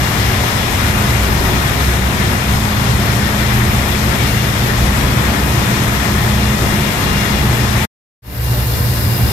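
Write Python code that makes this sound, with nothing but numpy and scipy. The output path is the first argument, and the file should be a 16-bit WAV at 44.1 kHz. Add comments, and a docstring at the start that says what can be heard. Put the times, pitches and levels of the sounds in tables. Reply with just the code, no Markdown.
"""A plant room with an industrial boiler, heard on a walk along leaking pipes.
The burner rumbles and surges in the room's low modes; mains, fan and motors hum and a pump whines.
A leak hisses with steam and spitting water and sets the pipework ringing. After a short silence
the same plant fades in from the mouth of a wet service duct, where a thin steam whistle swells."""
import sys
import numpy as np
from scipy import signal
from scipy.fft import rfft, irfft
from scipy.io import wavfile

SR = 44100
rng = np.random.default_rng(int(sys.argv[2]) if len(sys.argv) > 2 else 0)


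def put_to_file(sound):
    """Save the sound as 16-bit audio at rate SR, in the file named by the first command-line argument."""
    columns = np.atleast_2d(sound).T  # one column per channel
    safe = np.clip(columns, -1, 1)
    whole_steps = np.round(safe * 32767)
    wavfile.write(sys.argv[1], SR, whole_steps.astype(np.int16))


N = 411012
T = np.arange(N) / SR
HZ = np.fft.rfftfreq(N, 1 / SR)
STOP_S, RESUME_S = 7.851, 8.22  # pause between the two places
IN_DUCT = T > (STOP_S + RESUME_S) / 2
DUCT_TIME_S = np.maximum(T - RESUME_S, 0)

# steam hiss spectrum: freq_hz, density_db
STEAM_SPECTRUM = [(120, -66.5), (300, -55.5), (600, -52), (1000, -50.5), (1550, -52), (1900, -51),
                  (2450, -53), (2900, -58), (3400, -55.5), (4700, -59.5), (7300, -63), (11000, -68.5),
                  (14400, -75.5), (15100, -84.5), (15600, -95)]
# resonances and notches of the pipes and the leaking joint: freq_hz, width_hz, lift_db
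PIPE_MODES = [(702, 45, 2), (1040, 53, 0.5), (1266, 35, 3), (1404, 54, 2), (1580, 60, -1), (1674, 32, 3.5),
              (1850, 98, 3), (2037, 37, 2.5), (2590, 110, -3.5), (3104, 109, 2.5), (3200, 80, -3.5),
              (3370, 100, 1.5), (4060, 60, -1), (4590, 350, -2.5), (5080, 55, 4.2), (5270, 420, 1.5),
              (5380, 75, 3.5), (6220, 50, 2)]


def burner(flicker_db=0.9, flicker_hz=3.2, duct_entry_db=-1.9, duct_growth_db_per_s=4):
    """Flame noise flickers and booms in the low modes; its bands swell along the walk."""
    # flame spectrum: freq_hz, density_db
    flame = [(10, -65), (28, -54), (50, -49), (74, -43), (92, -39), (125, -40), (165, -46), (200, -47.5),
             (235, -48), (300, -49), (335, -54), (390, -52.5), (480, -63), (900, -85.5)]
    # fire box and room modes: freq_hz, width_hz, peak_density_db
    low_modes = [(43.5, 3, -40), (57.5, 3.5, -37.5), (68.8, 7.8, -38.5), (81, 2.7, -37.5), (95.4, 13, -45),
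                 (112.2, 5.2, -39), (132.4, 2.4, -38.5), (148, 2, -39), (176.6, 3.3, -43),
                 (191.5, 7, -40.5), (292, 4.8, -52.5), (360.6, 20, -49.5)]
    # swells of the upper roar and of the deepest rumble: centre_s, half_length_s, gain_db
    upper_swells = [(1.53, .14, 4), (2.65, 0.25, -2.5), (3.65, 0.091, 1.5), (4.22, .1, 2), (4.5, .1, -4),
                    (5.3, 0.3, 4), (6.15, .15, 3.5), (6.9, 0.33, 1.5)]
    rumble_swells = [(1.5, .4, 5.5), (2.25, .2, -4), (3.7, .25, 5), (4.5, .12, -3.5), (4.95, .2, 5),
                     (5.75, .15, -4), (6.12, .15, 0.5), (7.25, .1, -8.5), (9.3, .12, 6)]
    # loud and quiet spots of two standing waves: centre_s, half_length_s, gain_db
    low_wave_spots = [(.25, 0.56, 3), (1.95, 0.72, -3.5), (4.3, .7, 0.5), (5.85, .2, -2.5)]
    high_wave_spots = [(.8, 0.32, -4.5), (2.92, .1, 8), (4.27, .2, 5), (6.25, 0.55, 1), (8.55, .2, -3)]
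    mode_power = sum(gain_of(db) ** 2 * bell(hz, width_hz) for hz, width_hz, db in low_modes)
    power = gain_of(curve(flame)) ** 2 + mode_power
    roar = colour(diffuse_noise(), np.sqrt(power))
    upper_band = 1 - 1 / (1 + (HZ / 240) ** 10)
    roar = swell_band(roar, upper_band, upper_swells)
    roar = swell_band(roar, bell(hz=35, width_hz=36), rumble_swells)
    roar = swell_band(roar, bell(hz=87.5, width_hz=21), low_wave_spots)
    roar = swell_band(roar, bell(hz=171, width_hz=77), high_wave_spots)
    duct_db = duct_entry_db * IN_DUCT + duct_growth_db_per_s * DUCT_TIME_S
    return roar * gain_of(flicker_db * drift(flicker_hz) + duct_db)


def fire_box(pitch_hz=65.1, level_db=-25):
    """The flame drives the fire box's main mode as an unsteady drone."""
    # surges and sags: centre_s, half_length_s, gain_db
    surges = [(.22, .1, 2), (.7, 0.31, -11.5), (1.22, 0.18, 7.5), (1.52, .08, 3.5), (1.88, 0.22, 6.5),
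              (2.42, .06, -5), (3.08, .08, -12), (3.43, .1, 1), (3.7, .08, 2), (4.1, 0.17, 1.5),
              (4.65, .08, -3), (4.92, .15, 8), (5.22, .08, 0), (5.48, .08, 5), (5.85, .18, -9.5),
              (6.42, 0.14, 6.5), (7.1, .2, -4), (7.72, .09, 6), (8.52, 0.11, 6), (9.0, 0.17, -1),
              (9.3, 0.092, 4)]
    drone = tone(pitch_hz, level_db + humps(surges), wander_hz=1.0, waver_db=0.5)
    return drone * flutter(depth=0.2, rate_hz=6.7)


def machines(mains_hz=119.85, fan_hz=208.1, pump_hz=2790):
    """Mains hum, fan blade tone and pump whine arrive by many paths and flutter, less so at the duct."""
    # throbs of the hum: centre_s, half_length_s, gain_db
    mains_spots = [(0.75, 0.11, -5), (1.0, 0.08, 8.5), (2.2, 0.32, -6), (2.8, 0.2, 3), (3.3, .06, -6),
                   (3.97, .07, -10), (4.25, .12, 3.5), (4.78, 0.065, 5.5), (4.93, .07, 1), (5.55, .12, 2),
                   (6.0, 0.039, -11), (6.28, .09, 6), (6.8, .07, 3), (6.98, 0.081, -5.5),
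                   (7.55, 0.098, 5.5)]
    # the fan tone's standing wave, crossed on the way: centre_s, half_length_s, gain_db
    fan_spots = [(0.1, 0.14, -16), (0.55, 0.21, -5), (1.1, 0.13, 1.5), (1.72, 0.17, -17), (2.04, .07, -13),
                 (2.4, 0.072, -4.5), (3.15, .3, 2.5), (4.25, 0.11, -6), (6.23, 0.046, -7),
                 (6.37, 0.11, 5.5), (6.62, 0.039, -10.5), (6.75, 0.1, 6.5), (6.98, .06, -11),
                 (7.35, 0.17, 2), (9.15, .2, 7)]
    # strong and weak spots of the whine: centre_s, half_length_s, gain_db
    pump_spots = [(0.6, .14, -11), (1.0, .07, 0), (1.7, .08, -1), (2.58, .05, -6), (2.78, .08, 6),
                  (3.25, .06, 6), (4.33, .15, 8.5), (4.65, .08, -7), (5.2, .1, -6), (6.4, .08, 10),
                  (6.8, .2, 8.5), (7.15, 0.1, 11.5), (7.37, .06, 11.5), (7.6, .08, 5), (7.8, .08, 7),
                  (9.2, 0.22, 2.5)]
    unrest = np.where(IN_DUCT, 0.71, 1)

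    mains_db = walk(start_db=-28.5, near_db=-23.5, duct_db=-19) + humps(mains_spots)
    mains = tone(mains_hz, mains_db, wander_hz=0.807, waver_db=0.2)
    mains *= flutter(depth=0.26 * unrest, rate_hz=11)

    fan_db = walk(start_db=-26, near_db=-25.5, duct_db=-38.5) + humps(fan_spots)
    fan = tone(fan_hz, fan_db, wander_hz=0.3, waver_db=1.0)
    fan *= flutter(depth=0.18 * unrest, rate_hz=11)

    pump_db = walk(start_db=-32, near_db=-37.5, duct_db=-35) + humps(pump_spots)
    flutter_per_mic = np.array([flutter(depth=0.44 * unrest, rate_hz=24) for side in "LR"])
    pump = tone(pump_hz, pump_db, wander_hz=1.5 * unrest, waver_db=0) * flutter_per_mic
    return mains + fan + pump


def leak(duct_growth_db_per_s=2):
    """Steam, spray and ringing pipes with their echoes; the hiss swells and dips along the walk."""
    # swells of the sharp part and of the body of the hiss: centre_s, half_length_s, gain_db
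    sharp_swells = [(.25, .12, .9), (2.4, .4, -0.79), (5.85, .3, .6), (7.68, .12, 1)]
    body_swells = [(1.1, 0.95, 0.48), (3.9, .15, -0.84), (4.42, 0.12, -1.5), (5.45, 0.19, 1.3),
                   (9.25, 0.27, 1.2)]
    # brief dips of the whole hiss: centre_s, half_length_s, gain_db
    dips = [(0.0, 0.091, -2), (0.65, 0.1, -1.2), (1.17, 0.13, -.6), (2.02, 0.17, -1), (2.57, 0.29, -1),
            (3.95, .12, -0.2), (6.4, 0.2, -1.1)]
    hiss = wall_echoes(steam() + spray() + pipework())
    hiss = swell_band(hiss, bell(hz=5300, width_hz=2200), sharp_swells)
    hiss = swell_band(hiss, bell(hz=950, width_hz=630), body_swells)
    walk_db = walk(start_db=0.95, near_db=-0.07, duct_db=-1.45)
    return hiss * gain_of(walk_db + duct_growth_db_per_s * DUCT_TIME_S + humps(dips))


def steam(flutter_db=0.12, flutter_hz=14, eddy_db=1.0, eddy_hz=8):
    """A turbulent jet flutters as a whole, and each band of eddies also on its own."""
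    spectrum = rfft(diffuse_noise()) * response(STEAM_SPECTRUM, PIPE_MODES)
    centres_hz = np.geomspace(500, 14000, 7)
    bands = (irfft(spectrum * curve(np.c_[centres_hz, share]), N) for share in np.eye(len(centres_hz)))
    hiss = sum(band * gain_of(eddy_db * drift(eddy_hz)) for band in bands)
    return hiss * gain_of(flutter_db * drift(flutter_hz))


def spray(spits_per_s=700, spread_db=2.5, re_steam_db=-12, decay_s=0.0013):
    """Water spits out with the steam: a dense patter of tiny, uneven bursts."""
    sizes = gain_of(spread_db * np.minimum(rng.exponential(1, N), 4))
    onsets = rng.random(N) < spits_per_s / SR
    bursts = signal.lfilter([1], [1, -np.exp(-1 / (decay_s * SR))], sizes * onsets)
    return colour(white_noise() * unit_rms(bursts), gain_of(curve(STEAM_SPECTRUM) + re_steam_db))


def pipework():
    """Faint rings over a wide range, stronger ones at the pipes' two main resonances."""
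    ringing = rings(low_hz=1207, high_hz=7500, density_db=-16, count=300)
    ringing += rings(low_hz=1758, high_hz=2065, density_db=-11, count=70)
    ringing += rings(low_hz=3220, high_hz=3600, density_db=-8.5, count=70)
    return colour(ringing, response(STEAM_SPECTRUM, PIPE_MODES))


def rings(low_hz, high_hz, density_db, count, spread_db=4.0, rise_s=0.01, decay_s=0.036):
    """Spray and eddies ring the pipes briefly, at random times and pitches."""
    t = np.arange(round(0.2 * SR)) / SR
    envelope = (1 - np.exp(-t / rise_s)) * np.exp(-t / decay_s)
    out = np.zeros((2, N + len(t)))
    for when, pitch, size, left_phase, right_phase in rng.random((count, 5)):
        hz = low_hz + pitch * (high_hz - low_hz)
        start = int(when * N)
        wave = np.sin(2 * np.pi * (hz * t + [[left_phase], [right_phase]]))
        out[:, start:start + len(t)] += gain_of(spread_db * size) * envelope * wave
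    return unit_rms(out[:, :N]) * np.sqrt(high_hz - low_hz) * gain_of(density_db)


def motors():
    """Weaker tones of motors and pumps further off grow as the boiler is approached."""
    # steady tones: pitch_hz, level_db
    tones = [(29.3, -40), (59.7, -32), (146, -32.5), (149, -33.5), (239.7, -39), (263, -48.5), (357.3, -42),
             (416, -41), (446.3, -43.5), (624, -48.5), (1344, -50), (2023, -46), (2503, -39.5)]
    bed = sum(tone(hz, db, wander_hz=0.097 + hz * 0.001595, waver_db=2.5) for hz, db in tones)
    return bed * gain_of(walk(start_db=-2.5, near_db=0, duct_db=-2))


def whistle(pitch_hz=5040, width_hz=80, peak_density_db=-52, rise_s=1):
    """Steam in a narrow gap sings in one fuzzy resonance, which swells at the duct and holds."""
    rise = np.minimum(DUCT_TIME_S / rise_s, 1) ** 2
    return colour(white_noise(), np.sqrt(bell(pitch_hz, width_hz))) * gain_of(peak_density_db) * rise


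def wall_echoes(x, echo_db=-16, longest_s=0.022, patterns=7, echoes=14):
    """Early echoes off the sheet-metal wall and pipes comb the hiss; the pattern changes on the walk."""
    centres_s = np.linspace(0, T[-1], patterns)
    out = x.copy()
    for share in np.eye(patterns):
        taps = np.zeros((2, round(longest_s * SR)))
        delays = (rng.uniform(0.1, 1, (2, echoes)) * (taps.shape[1] - 1)).astype(int)
        signs = rng.choice([-1, 1], delays.shape)
        np.put_along_axis(taps, delays, signs / np.sqrt(echoes), axis=1)
        crossfade = np.sqrt(np.interp(T, centres_s, share))
        out += gain_of(echo_db) * crossfade * signal.oaconvolve(x, taps, axes=1)[:, :N]
    return out


def duct(x):
    """The hollow duct thins the middle of the sound and adds its own resonances."""
    # duct colour against the plant room: freq_hz, gain_db
    duct_colour = [(30, -7), (62, 2), (98, 0), (120, 1.5), (150, -4.5), (185, -1), (240, -6), (310, -3),
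                   (360, -5), (420, -3), (600, -4.5), (1300, -7.5), (2200, -7), (3300, -7.5), (4600, -.5),
                   (6300, -5), (9000, -1), (13000, 4.5), (15000, 7.5)]
    # hollow resonances: freq_hz, width_hz, lift_db
    duct_modes = [(486, 24, 6), (596, 22, 4.5), (894, 16, 5.5), (1013, 40, 4.5), (1550, 63, 6),
                  (3950, 290, 0.5)]
    return colour(x, response(duct_colour, duct_modes))


def tone(hz, db, wander_hz, waver_db, right_lag_s=0.0001):
    """A stereo machine tone whose phase and strength waver in the room's echoes."""
    turns = np.cumsum(hz + wander_hz * drift(rate_hz=2.665)) / SR
    lag_turns = np.array([[0], [hz * right_lag_s]])
    waver = unit_rms(gain_of(waver_db * drift(rate_hz=2.0)))
    return np.sqrt(2) * gain_of(db) * waver * np.sin(2 * np.pi * (turns - lag_turns + rng.random()))


def diffuse_noise(likeness=0.95, mic_spacing_m=0.16):
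    """Noise from all sides: long waves reach both microphones alike, short ones differ."""
    coherence = likeness * np.sinc(2 * HZ * mic_spacing_m / 343)
    left, other = white_noise()
    right = colour(left, coherence) + colour(other, np.sqrt(1 - coherence ** 2))
    return np.array([left, right])


def white_noise():
    """Two independent noises of 0 dB per Hz."""
    return rng.standard_normal((2, N)) * np.sqrt(SR / 2)


def walk(start_db, near_db, duct_db, approach_s=2.7):
    """Level in dB: ramps on the way to the boiler, holds there, steps at the duct."""
    room_db = start_db + (near_db - start_db) * np.minimum(T / approach_s, 1)
    return np.where(IN_DUCT, duct_db, room_db)


def humps(rows):
    """Gaussian rises and dips of level, in dB."""
    return sum(db * np.exp(-((T - centre_s) / half_s) ** 2) for centre_s, half_s, db in rows)


def swell_band(x, band, rows):
    """Raises or lowers one band by smooth humps."""
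    return x + colour(x, band) * (gain_of(humps(rows)) - 1)


def flutter(depth, rate_hz):
    """A randomly fluttering gain of power 1."""
    return unit_rms(1 + depth * drift(rate_hz))


def drift(rate_hz):
    """Slow noise of rms 1, up to about rate_hz."""
    return unit_rms(colour(rng.standard_normal(N), 1 / (1 + (HZ / rate_hz) ** 2)))


def response(points, modes):
    """Gain per frequency of a dB curve plus resonances."""
    lift_db = sum(db * bell(hz, width_hz) for hz, width_hz, db in modes)
    return gain_of(curve(points) + lift_db)


def bell(hz, width_hz):
    """Power response of one resonance: peak 1, steep skirts."""
    return 1 / (1 + 2 * ((HZ - hz) / width_hz) ** 2) ** 2


def curve(points):
    """Interpolates a table on a log-frequency axis."""
    freq_hz, value = np.transpose(points)
    return np.interp(np.log(HZ + 1), np.log(freq_hz + 1), value)


def colour(x, gain):
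    """Filters by a gain per frequency."""
    return irfft(rfft(x) * gain, N)


def unit_rms(x):
    """Scales to rms 1."""
    return x / np.sqrt(np.mean(x ** 2) + 1e-20)


def gain_of(db):
    """Decibels to amplitude."""
    return 10 ** (np.asarray(db) / 20)


def scene():
    """The plant from beside the pipes, then from the duct."""
    plant = burner() + fire_box() + motors() + leak()
    return np.where(IN_DUCT, duct(plant), plant) + machines() + whistle()


def record(dry, ceiling=0.95, stop_decay_s=0.0027, fade_in_s=0.3, cutoff_hz=15700):
    """Two unlike microphones, softly rounded peaks, the pause and fade-in, and a band limit."""
    # right microphone against the left, shaded treble and a sharp port resonance: freq_hz, gain_db
    right_mic = [(220, 0.3), (350, -2), (550, -4), (1000, -5), (1800, -8.5), (2600, -9.5), (4100, -13.5),
                 (5200, -19.5), (6300, -32), (8500, -41), (9500, -7), (11200, 1.5), (12600, 10),
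                 (14500, 5.5)]
    pair = np.array([dry[0], colour(dry[1], gain_of(curve(right_mic)))])
    rounded = pair / (1 + (pair / ceiling) ** 8) ** (1 / 8)
    fade_out = np.exp(-np.maximum(T - STOP_S, 0) / stop_decay_s)
    fade_in = np.minimum(DUCT_TIME_S / fade_in_s, 1)
    lowpass = signal.firwin(511, cutoff_hz, window=("kaiser", 9), fs=SR)
    return signal.oaconvolve(rounded * (fade_out + fade_in), lowpass[None], "same")


dry = scene()
out = record(dry)
put_to_file(out)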